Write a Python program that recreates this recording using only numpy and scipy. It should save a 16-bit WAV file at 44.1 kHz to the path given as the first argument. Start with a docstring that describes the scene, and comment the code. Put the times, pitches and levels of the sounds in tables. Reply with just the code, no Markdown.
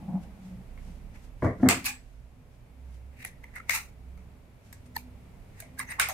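"""Steel scissors on a craft table in a small hard room: picked up with dull knocks on the table top, they click,
scrape and snap shut through cloth. Cloth rustles in the hands; a low hum and rumble waver under the room's hiss."""
import sys
import numpy as np
from scipy import signal
from scipy.fft import rfft, irfft, next_fast_len
from scipy.io import wavfile
from scipy.ndimage import uniform_filter1d, map_coordinates

SR = 44100
rng = np.random.default_rng(int(sys.argv[2]) if len(sys.argv) > 2 else 0)


def master(y):
    """Save y as 16-bit WAV."""
    cut = np.clip(np.atleast_2d(y).T, -1, 1)
    pcm = np.round(cut * 32767)  # scale
    wavfile.write(sys.argv[1], SR, pcm.astype(np.int16))


N = 270487

# contacts of the steel: (s, peak dB, handle Hz, handle dB, pivot Hz, pivot dB, blade Hz, blade dB,
# tip Hz, tip dB, crack dB, left-right dB, room dB)
CLICKS = [(0.775, -40.5, 1078, -15, 2164, -4, 4390, -26, 12100, -34, -20.5, -2.5, -6.5),
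          (1.688, 1, 1212, -29, 2512, -10, 4430, -15, 7774, -11, -7, 1, -2.5),
          (1.447, -40, 1560, -25, 2270, -17, 6340, -8.5, 7960, -22, -20.5, -4.5, -8),
          (1.843, -25.5, 1732, -33.5, 2409, -11, 4488, -10, 12420, -15.5, -3.5, 0, 9),
          (1.857, -23.5, 1701, -15, 2524, -9, 4790, -14, 9860, -12, -4, 4, 5.5),
          (3.226, -31, 851.1, -39, 2025, -11.5, 3794, -18, 8630, -33.5, -15.5, 3.5, -6.5),
          (3.249, -21, 732, -28, 1948, -5.5, 6300, -34, 10500, -1.5, -30.5, -2, -10.5),
          (3.44, -25.5, 907, -26.5, 2069, -11.5, 6285, -33, 13900, -21, -32.5, 0.5, -8),
          (3.556, -42, 1640, -17.5, 2130, -18, 6410, -37.5, 12270, 0, -37, 10.5, -1),
          (3.564, -34, 1421, -7.5, 2170, -8, 6450, -26, 14600, -29, -33, 3, -0.5),
          (3.6, -38, 1313, -3.5, 2060, -1, 3880, -34, 8740, -20, -23.5, 1, -18.5),
          (3.695, -9.5, 1681, -22, 2142, -4, 6260, -13.5, 7705, -11.5, -12, 9, -7.5),
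          (3.75, -26.5, 1355, -7.5, 2180, -27.5, 4090, -14.5, 12380, 0, -21.5, 6.5, -1),
          (4.175, -43, 1300, -19.5, 2310, -12.5, 6200, -17.5, 12200, -24.5, -12, -0.5, -4.5),
          (4.727, -32.5, 1711, -26, 1961, -10.5, 3864, -26.5, 12700, -5, -7, 1.5, -5),
          (4.964, -23, 897, -4, 1857, -13, 4375, -4.5, 12550, -1, -21.5, -2, -18.5),
          (5.602, -30, 1647, -21.5, 1949, -10, 6406, -14, 10520, 1, -10.5, 0.5, -8.5),
          (5.622, -33.5, 656, -9, 2253, -8, 6200, -26, 13600, -18, -11, 2, -2),
          (5.776, -48, 1616, 0.5, 1980, -6, 3870, -31, 8830, -21, -30, -3, -4),
          (5.792, -20, 1680, -8.5, 1880, -21, 4300, -20, 8899, -1.5, -28.5, -4.5, -28.5),
          (5.799, -26.5, 1113, -3.5, 2093, -3.5, 3850, -12, 8950, 0.5, -18, -4.5, -25),
          (5.9988, -3.5, 1531, -12, 2207, -12.5, 3730, -18.5, 8986, -13.5, -12.5, -4, -14),
          (5.997, -1.5, 1441, -17.5, 2504, -14, 3730, -26, 8720, -14.5, -10.5, -2, 0),
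          (6.014, -23, 1132, -9.5, 2081, -2, 5070, -9, 8060, -21, 5, 8.5, 2),
          (6.087, -18, 769.4, -12, 2336, -22, 6400, -22.5, 12700, -4.5, -7.5, -5, 1.5)]
# the scissors' modes, damped by the hand, by part: (Hz, dB, t60 s)
PIVOT = [(1870, 4.5, 0.006), (2125.3, 6.5, 0.01062), (2324, 6, 0.0091), (2753, 2.5, .008)]
BLADE = [(3870, 0, .007), (4400, 0, .004), (5070, 0, .007), (6300, 0, .005)]  # fixed
TIP = [(7911, -1, 0.0021), (8738, 2.5, 0.0049), (10666, -2, 0.0018), (12036, 0.5, 0.001716), (13270, -1.5, 0.0026), (16400, -10.5, 0.002)]
# strokes of the blades on each other and through cloth:
# (s of the peak, rise s, fall s, handle dB, lower pivot dB, upper pivot dB, edge dB, singing dB)
SLIDES = [(1.16, 0.0447, 0.066, -65.5, -59, -61, -75.5, -78.5),
          (1.246, 0.075, 0.048, -87.5, -84.5, -85, -77, -68.5),
          (1.7, .008, 0.123, -32, -38, -25.5, -28.5, -52.5),
          (1.864, 0.02126, 0.0877, -42.5, -62.5, -30, -28.5, -55.5),
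          (3.23, 0.1072, 0.0123, -78, -48.5, -49.5, -57.5, -57),
          (3.245, 0.0062, 0.0162, -76, -49.5, -42, -52.5, -70.5),
          (3.262, .01, 0.0745, -76, -60, -60, -50, -60.5),
          (3.438, 0.0195, 0.0066, -66.5, -53, -71, -66, -75.5),
          (3.564, 0.0477, 0.078, -55.5, -41.5, -55.5, -55.5, -71),
          (3.692, 0.0156, .01, -51.5, -44.5, -53.5, -52.5, -67.5),
          (3.706, 0.0053, 0.0767, -50, -29, -37.5, -31, -47.5),
          (3.751, 0.0547, 0.1128, -41, -37, -33.5, -31.5, -55.5),
          (4.73, 0.0066, 0.0247, -64.5, -51, -59, -51.5, -54),
          (4.962, 0.019, 0.0072, -54.5, -42, -65, -45, -63.5),
          (4.976, 0.0071, 0.095, -63, -70.5, -54.5, -52, -60.5),
          (5.598, 0.12, 0.015, -66, -56, -64.5, -61, -73),
          (5.605, .008, 0.0206, -68.5, -51, -60.5, -47, -60.5),
          (5.79, 0.0091, 0.012, -65.5, -50, -75, -49, -41),
          (5.812, 0.041, 0.0608, -43, -35, -48.5, -45.5, -50.5),
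          (5.915, 0.0652, 0.091, -50.5, -36, -46.5, -49, -63.5),
          (5.993, 0.0152, 0.0102, -34, -40, -58.5, -68.5, -69),
          (6.006, 0.0155, 0.119, -39, -44, -32, -34.5, -57.5),
          (6.096, 0.0127, 0.0554, -40, -42, -60.5, -42, -50)]
# knocks on the table: (s, peak dB, boom dB, board dB, panel dB, clack dB, length ms, room dB)
KNOCKS = [(1.424, -8, -13.5, -15.5, -21.5, -11, 2.22, 1.5), (1.446, -15, -2, -13.5, -23.5, -3, 2.554, 0),
          (1.468, -12, -22.5, -11.5, -18.5, -4, 0.375, 0), (1.484, -22.5, -21.5, -11, -32, -16, 1.2, -3.5),
          (1.595, -28, -11.5, -5.5, -28, -13, 4.66, -1.5), (1.621, -26, -6, -12.5, -10.5, -25.5, 4.2, -6.5), (1.63, -9.5, -16, -16, -2, -12, 2.2, 1), (1.66, -14.5, -6.5, -8, -11.5, -5, 2.36, 3.5),
          (1.689, -15, -21, -20, -23.5, -7, 4.18, 3)]
BOOM = [(89.76, -1.5, 0.18), (122, 1, 0.15)]  # table modes: (Hz, dB, t60 s)
BOARD = [(184.8, 0, 0.12), (305.8, -5, 0.14), (352, -6, 0.15)]
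CLACK = [(410, -2, .016), (481, -0.5, .016), (560, 0.5, .014), (660, 0.5, .014), (735, -1, .012), (810, -2.5, .011), (920, -4, .01),
         (1040, -4, .008), (1257, -4, .008), (1430, -7, .007), (1618, -8, .006), (1903, -10, .006), (2150, -8.5, .008)]  # fixed
LOWS = [(0.0, -67, -53), (0.36, -49, -47.5), (0.39, -57.5, -64.5), (0.53, -55, -48.5), (0.65, -52, -54), (0.77, -58.5, -45.5),
        (0.94, -52.5, -47), (1.38, -50, -58), (1.43, -55.5, -50.5), (2.01, -56.5, -59.5), (2.24, -53, -52.5), (2.42, -58.5, -58.5),
        (3.09, -60.5, -43.5), (3.23, -57.5, -62), (4.28, -57.5, -46), (4.59, -60, -61.5), (5.16, -61, -48), (5.39, -55, -61),
        (5.86, -67.5, -55), (6.13, -74, -49)]  # (s, rumble dB, hum dB)
# throbs of a rough drone: (s of the peak, rise s, fall s, dB)
DRONE = [(.03, 0.116, 0.074, -37), (.096, 0.0426, 0.037, -31), (.16, 0.131, 0.153, -33), (.3, 0.112, 0.049, -53.5), (.514, 0.33, 0.332, -48),
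         (.9, 0.477, 0.092, -56), (1.2, 0.96, 0.14, -56)]
DRONE_LOW, DRONE_UP = [(179.75, 40.9, 14.5), (297, 160, 2.5)], [(518, 37.3, 1.7), (779, 214, 3.27)]  # (Hz, width Hz, dB)
# brushes of the cloth: (s of the peak, rise s, fall s, dB)
RUSTLE = [(.236, .06, 0.063, -61), (.456, 0.165, 0.29, -64.5), (.88, 0.29, 0.354, -63), (1.15, 0.042, 0.1636, -64), (1.246, 0.081, 0.099, -64),
          (1.445, 0.0775, 0.149, -55), (1.631, 0.103, 1, -58.5), (2.55, 0.11, 0.043, -72.5), (2.952, 0.25, 0.129, -67),
          (4.66, 0.112, 0.49, -65.5), (4.862, 0.02, 0.032, -63.5)]
CLOTH = [(880, -26), (1500, -1.5), (1720, -6), (2780, -5.5), (3910, -9), (4480, -9.5), (6010, -8), (12500, -16),
         (15500, -37)]  # (Hz, dB per Hz)
AIR = [(0, -51), (1.2, -55), (2.1, -58), (3.5, -55.5), (4.4, -55.5), (4.9, -55), (6.13, -52.5)]  # room hiss: (s, dB)
HISS = [(59, -20.5), (100, -2.5), (153, -6.5), (182, -11.5), (256, -10.5), (303, -19), (383, -18), (426, -17.5), (653, -19.5),
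        (1210, -27.5), (1700, -30.5), (2250, -28), (3200, -36), (5870, -41.5), (12500, -42), (16400, -50)]  # (Hz, dB per Hz)
ALIKE = [(60, .97), (200, .95), (550, .45), (1650, .08), (15000, .05)]  # (Hz, left-right likeness), fixed
ROOM = [(100, 0.709), (500, 0.291), (2200, 0.405), (6000, 0.33), (10000, 0.287), (14500, 0.12)]  # (Hz, t60 s)
TOP_HZ = 16500  # fixed
PANEL = [(254, 0, .13)]  # fixed
ROOM_ALIKE = [(200, .98), (600, .85), (1200, .1), (4000, -.15)]  # (Hz, left-right likeness of the walls' answer), fixed
MICROPHONE = [(12000, 0), (15500, -0.5), (16400, -24)]  # (Hz, dB)
HUSH_HZ = 71  # the table is too small to radiate below this
ROOM_COLOUR = [(100, -13.5), (400, 1), (900, -3.5), (2200, -1.5), (4200, -2.5), (7000, 0.5), (14000, -7.5)]  # (Hz, dB)
CLICK_MS, HARDENS = 0.965, 0.113  # length of a steel contact at -23 dB; dB shorter for each dB harder
NEAR_DB = 9  # the table's low modes reach the microphone mostly direct; fixed
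SPOT = .05  # each knock lands elsewhere and shifts the clack by this share; fixed
CLICK_TAIL_SHARE = 0.714  # share of the room's decay time in the answer to each steel contact
SWELL_DB = 30  # a swell climbs this much in its rise time and sinks as much in its fall time; fixed
HUM_HZ, DRIFT_HZ, HUM_WAVER_DB = [64, 92, 122, 186, 252], 3, 2.5  # bands of the hum, their wander; fixed
CLIMB = [(.45, 29.12, -67), (.7, 30.05, -48), (.9, 32.15, -45.5), (1.05, 34.9, -59.5), (1.3, 38.54, -50), (1.901, 44.12, -59.5), (2.2, 47.81, -51),
         (2.401, 50.9, -69.5)]  # a deep tone that climbs, perhaps an engine outside: (s, Hz, dB)
UPPER_HUM = [
    [(0.25, -60, -56.5, -71.5, -61.5), (0.502, -67.5, -66.5, -41.5, -70.5), (0.598, -75.5, -47.5, -50, -61.5),
     (0.688, -71.5, -67.5, -64, -87.5), (0.746, -59.5, -70.5, -67, -65.5), (0.892, -60.5, -59, -58, -57.5),
     (1.006, -57.5, -62.5, -55.5, -68.5), (1.328, -75.5, -69.5, -78.5, -65), (1.36, -53, -57, -77, -70.5)],
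    [(2.05, -78, -80, -76.5, -75), (2.212, -63, -56, -76.5, -73), (2.374, -70.5, -66.5, -91, -60),
     (2.652, -67, -58.5, -67, -87.5), (2.788, -73, -84, -82, -60.5), (3.048, -62, -60.5, -78.5, -89),
     (3.064, -55, -61, -65, -69), (3.662, -73.5, -76, -67.5, -79.5), (4.0, -73, -68.5, -67.5, -81.5)],
    [(4.05, -60.5, -63.5, -78.5, -84), (4.186, -58, -67.5, -55, -65.5), (4.424, -66.5, -65, -69.5, -75.5),
     (4.568, -66, -85, -65.5, -79.5), (4.752, -53, -61, -71, -70), (5.06, -56.5, -53, -62.5, -53.5),
     (5.34, -59, -66.5, -63, -80), (5.848, -57, -61.5, -65.5, -55.5), (5.95, -54, -64.5, -77, -70)],
]  # upper bands of the hum: (s, dB each)
DRONE_UP_DB = -16.5  # upper band under the low one
PRESSED, GRAZING = 2.2, .3  # width of the blades' modes over their struck width, pressed together or barely touching; fixed
# single modes of the steel that sing out after a contact or under a stroke: (s of the peak, rise s, fall s, Hz, dB)
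SINGS = [(1.858, 0.0063, 0.022, 13230, -26.5), (1.857, 0.007, 0.0214, 9870, -28.5),
         (1.875, 0.01384, 0.101, 2485, -31.5), (1.88, 0.0185, 0.148, 7870, -39.5), (1.885, 0.04, 0.102, 826.3, -40.5),
         (3.57, 0.024, 0.0535, 2111, -44), (3.599, 0.0364, 0.045, 1403, -49.5), (3.74, 0.069, 0.051, 2184, -32.5), (3.77, 0.039, 0.089, 853, -45),
         (4.862, 0.0163, 0.051, 8800, -63.5), (4.968, 0.0087, 0.0244, 893.5, -40), (4.967, 0.00786, 0.0103, 1830, -28), (4.969, 0.0049, 0.0094, 4660, -42.5), (4.968, 0.0051, .012, 12430, -40.5), (4.98, 0.0114, 0.073, 12480, -49.5),
         (4.982, 0.0098, 0.066, 8990, -58.5), (4.988, 0.0167, 0.074, 2353, -55),
         (5.795, 0.0055, 0.043, 8805, -38), (5.795, 0.0098, 0.02, 4900, -42), (5.798, 0.0097, 0.05, 3940, -49.5), (5.803, 0.012, 0.041, 1110, -47.5),
         (5.885, 0.024, 0.031, 6170, -49.5), (5.913, 0.024, 0.0185, 8850, -33.5), (5.915, 0.0254, 0.023, 3820, -48), (5.915, 0.032, 0.0254, 4900, -51),
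         (5.915, 0.035, 0.035, 13400, -49), (6.03, 0.026, 0.112, 2119, -33), (6.02, 0.024, 0.098, 8400, -36.5), (6.096, 0.0136, 0.032, 824, -44.5),
         (6.128, 0.034, 0.024, 619.6, -39.5)]
WAVER, WAVER_HZ = .04, 45  # a singing mode's width: share of its pitch, and at least; fixed
SMEAR_S, SMEAR_RATE = 8e-5, 450  # moving hands and blades shake the path to the walls: delay s, knots a second; fixed
GRIP = 1.5  # the hand damps a singing mode ever faster; fixed


def amp(db):
    return 10 ** (np.asarray(db) / 20)


def unit(x):
    return x / np.sqrt(np.mean(x ** 2) + 1e-20)


def along(points, hz):
    """(Hz, value) points on a log axis."""
    f, v = np.transpose(points)
    return np.interp(np.log(hz + 1), np.log(f + 1), v)


def gains(rows):
    """One gain per sample for each dB column."""
    s, *cols = np.transpose(rows)
    return amp([np.interp(np.arange(N) / SR, s, c) for c in cols])


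def wobble(rate):
    """A smooth random curve, rate knots a second."""
    return map_coordinates(rng.standard_normal(int(N * rate / SR) + 4), [np.arange(N) * rate / SR])


def filtered(x, response):
    """x times a complex response of frequency."""
    m = next_fast_len(N + SR // 2)
    return irfft(rfft(x, m) * response(np.fft.rfftfreq(m, 1 / SR)), m)[..., :N]


def peaks(rows):
    """The response of resonances (Hz, width Hz, dB)."""
    return lambda f: sum((-1) ** k * amp(db) * 1j * f * w / (c * c - f * f + 1j * f * w) for k, (c, w, db) in enumerate(rows))


def widths(modes):
    """Modes (Hz, dB, t60) as resonances."""
    return [(hz, np.log(1000) / np.pi / t60, db) for hz, db, t60 in modes]


def rush(response, alike=ALIKE):
    """Stereo noise of rms 1."""
    turn = lambda hz: np.arccos(np.clip(along(alike, hz), -1, 1)) / 2
    mid, side = filtered(rng.standard_normal((2, N)), lambda hz: response(hz) * [np.cos(turn(hz)), np.sin(turn(hz))])
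    return unit(np.array([mid + side, mid - side]))


def ring(parts, length_ms, lasts, scatter_db):
    """A short rough contact rings each (modes, dB, likeness) part; unlike parts differ between the two ports."""
    t = np.arange(int(lasts * SR)) / SR
    u = t[:SR // 25] * 1000 / max(length_ms, .2)
    out = 0
    for modes, db, alike in parts:
        a, b = rng.standard_normal((2, len(u)))
        chatter = np.array([a, alike * a + np.sqrt(1 - min(alike, 1) ** 2) * b])
        hz, level, t60 = np.transpose(modes)[:, :, None]
        phase = rng.uniform(0, 2 * np.pi, hz.shape) + rng.choice([-1, 1], hz.shape) * [0, np.arccos(min(alike, 1))]
        in_step = np.clip((hz * t60 - 3) / 20, 0, .45)  # long-ringing modes feed back on the contact; fixed
        swing = in_step[:, None] * np.cos(2 * np.pi * hz[:, None] * t[:len(u)] + phase[:, :, None])
        force = u * u * np.exp(-u) * (chatter + swing)
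        free = amp(-60 * t / t60) * np.sin(2 * np.pi * hz * t)
        each = signal.fftconvolve(free[:, None], force, axes=2)[..., :len(t)]
        each = each / np.abs(each).max(axis=(1, 2), keepdims=True)
        struck = np.sum(amp(level + scatter_db * rng.standard_normal(level.shape))[:, None] * each, axis=0)
        out = out + amp(db) * struck / np.abs(struck).max()
    return out


def tail(lasting, gap=.0035, rise=0.0014, bend=0.958):
    """One stereo answer of the room: silent until the first wall, each frequency dying at its own speed, a
    little slower late on."""
    hz, t, z = signal.stft(rng.standard_normal((2, SR // 3)), SR, nperseg=256)
    turn = np.arccos(np.clip(along(ROOM_ALIKE, hz), -1, 1))[:, None] / 2
    fade_db = along(ROOM_COLOUR, hz)[:, None] - 60 * (t / along(ROOM, hz)[:, None] / np.clip(lasting, .3, 1.5)) ** bend
    mid, side = z[0] * np.cos(turn), z[1] * np.sin(turn)
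    x = signal.istft(np.array([mid + side, mid - side]) * amp(fade_db), SR, nperseg=256)[1]
    x = x * (1 - np.exp(-np.arange(x.shape[1]) / SR / rise))
    return np.pad(x, ((0, 0), (int(gap * SR), 0))) / np.linalg.norm(x[0])


def add(out, s, sound, pan_db, room_db, lasting=1, smear_s=0):
    """Puts a sound and its own room answer at time s."""
    wet = amp(room_db) * signal.fftconvolve(sound[:1], tail(lasting), axes=1)
    if smear_s:
        k = np.arange(wet.shape[1])
        shake = map_coordinates(rng.standard_normal(len(k) * SMEAR_RATE // SR + 4), [k * SMEAR_RATE / SR])
        wet = np.array([map_coordinates(x, [k + smear_s * SR * shake]) for x in wet])
    wet[:, :sound.shape[1]] += sound * amp([[pan_db / 2], [-pan_db / 2]])
    k = round(s * SR)
    out[:, k:k + wet.shape[1]] += wet[:, :N - k]


def clicks():
    """Every contact rings handle, pivot, blades and tips in its own shares, over a toneless crack.
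    The grip sets the handle's pitch."""
    out = np.zeros((2, N))
    for s, db, hz, handle, pivot_hz, pivot, blade_hz, blade, tip_hz, tip, crack, pan_db, room_db in CLICKS:
        steel = [(favoured(PIVOT, pivot_hz), pivot, .5), (favoured(BLADE, blade_hz), blade, .1), (favoured(TIP, tip_hz), tip, .1)]
        parts = steel + [([(hz, 0, .018)], handle, .7), ([(7840, 0, 0.00003)], crack, .1)]
        add(out, s - .0009, amp(db) * ring(parts, CLICK_MS * amp(-HARDENS * (db + 23)), 0.058, scatter_db=3.5), pan_db, room_db, CLICK_TAIL_SHARE, SMEAR_S)
    small = signal.butter(4, 600, "high", fs=SR, output="sos")  # too small a thing to radiate bass; fixed
    return signal.sosfilt(small, out)


def knocks():
    """Soft blows on the table top: too slow a contact to drive much treble."""
    out = np.zeros((2, N))
    for s, db, boom, board, panel, clack, length_ms, room_db in KNOCKS:
        moved = [(hz * (1 + SPOT * rng.standard_normal()), level, t60) for hz, level, t60 in CLACK]
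        body = [(BOOM, boom, .99), (BOARD, board, .97), (PANEL, panel, .97)]
        add(out, s - .004, amp(db) * ring(body, length_ms, .4, scatter_db=1), .6, room_db - NEAR_DB)  # fixed
        add(out, s - .004, amp(db) * ring([(moved, clack, .95)], length_ms, .1, scatter_db=1.5), .6, room_db, lasting=.75)  # fixed
    soft = signal.butter(10, 2180, fs=SR, output="sos")  # fixed
    out = signal.sosfilt(signal.butter(2, HUSH_HZ, "high", fs=SR, output="sos"), out)
    return signal.sosfilt(soft, out) + amp(-17.0) * out


def slides():
    """Uneven friction feeds the same modes; much of it arrives by the walls, unlike in both ears."""
    handle, lower, upper, edge, singing = uniform_filter1d(swells(SLIDES), size=200, axis=1)
    grit = amp(1.8 * wobble(160))  # fixed
    low = rush(lambda f: peaks([(850, 300, 0), (1350, 400, 0)])(f) ** 2, ROOM_ALIKE)
    pivot = lower * rush(peaks(widths(PIVOT[:2])), ROOM_ALIKE) + upper * rush(peaks(widths(PIVOT[2:])), ROOM_ALIKE)
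    high = lambda wide: rush(peaks([(hz, wide * w, db) for hz, w, db in widths(BLADE + TIP)]), ROOM_ALIKE)
    return grit * (handle * low + pivot + edge * high(PRESSED) + singing * high(GRAZING))


def cloth():
    """Fingers brush the fabric: fine grainy hiss."""
    return swells(RUSTLE)[0] * amp(0.67 * wobble(130)) * rush(lambda hz: amp(along(CLOTH, hz)))


def lows():
    """Rumble, stronger on the right, and a hum whose narrow bands wander and swell each on its own."""
    rumble, hum = gains(LOWS)
    tones = [amp(HUM_WAVER_DB * wobble(7.6)) * np.sin(2 * np.pi * np.cumsum(hz + DRIFT_HZ * wobble(6.4)) / SR) for hz in HUM_HZ]
    deep = rumble * amp([[-4.5], [4.5]]) * rush(lambda f: peaks([(34, 24, 0)])(f) ** 2, [(30, .97)])  # fixed
    band = hum * amp([[-2.5], [2.5]]) * unit(tones[0])
    s, hz, db = np.transpose(CLIMB)
    pitch = np.interp(np.arange(N) / SR, s, hz)
    climb = gains(np.c_[s, db]) * amp([[-4], [4]]) * np.sqrt(2) * np.sin(2 * np.pi * np.cumsum(pitch) / SR)
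    return deep + climb + band + np.sum(gains(np.vstack(UPPER_HUM)) * tones[1:], axis=0)


def drone():
    """A rough, throbbing low drone that fades over the first second."""
    level = uniform_filter1d(swells(DRONE)[0], size=600)
    throb = amp(2.87 * wobble(26.31))
    narrow = lambda rows: rush(lambda f: peaks(rows)(f) ** 2, [(200, 0.948)])
    return throb * level * (narrow(DRONE_LOW) + amp(DRONE_UP_DB) * narrow(DRONE_UP))


def air():
    """The steady hiss of room and microphone."""
    return gains(AIR)[0] * amp(0.4 * wobble(2.6)) * rush(lambda hz: amp(along(HISS, hz)))  # fixed


def favoured(modes, hz, more_db=14):
    """The modes near the pitch that this contact point drives best are drawn to it and come out stronger."""
    near = lambda f: np.exp(-(np.log(f / hz) / .07) ** 2)
    return [(f * (hz / f) ** near(f), db + more_db * near(f), t60) for f, db, t60 in modes]


def swells(rows):
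    """Gains that climb to each row's levels and sink again: rows (s, rise s, fall s, dB, ..)."""
    out = np.zeros((len(rows[0]) - 3, N))
    for s, rise, fall, *levels_db in rows:
        k = np.arange(max(int((s - 2 * rise) * SR), 0), min(int((s + 2 * fall) * SR), N))
        t = k / SR - s
        out[:, k] += amp(levels_db)[:, None] * amp(-SWELL_DB * np.maximum(-t / rise, t / fall))
    return out


def sings():
    """Each singing mode is a wavering tone, unlike in both ears."""
    out = np.zeros((2, N))
    for s, rise, fall, hz, db in SINGS:
        k = np.arange(int((s - 2 * rise) * SR), min(int((s + 2 * fall) * SR), N))
        t, rate = k / SR - s, WAVER_HZ + WAVER * hz
        at = (t - t[0]) * 2 * rate
        a, b, c, d = [map_coordinates(rng.standard_normal(int(at[-1]) + 4), [at]) for _ in "abcd"]
        tone = np.imag((.4 + np.array([a + 1j * b, c + 1j * d]) / 2) * np.exp(2j * np.pi * hz * t + [[0], [2j]]))  # fixed
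        out[:, k] += tone * amp(db - SWELL_DB * np.maximum(-t / rise, t / fall) ** GRIP)
    return out


def scene():
    return clicks() + sings() + knocks() + slides() + cloth() + lows() + drone() + air()


def record(dry):
    """The microphone fades at the top; the camera keeps nothing above its band limit."""
    return filtered(dry, lambda hz: amp(along(MICROPHONE, hz)) * (hz < TOP_HZ))


dry = scene()
out = record(dry)
master(out)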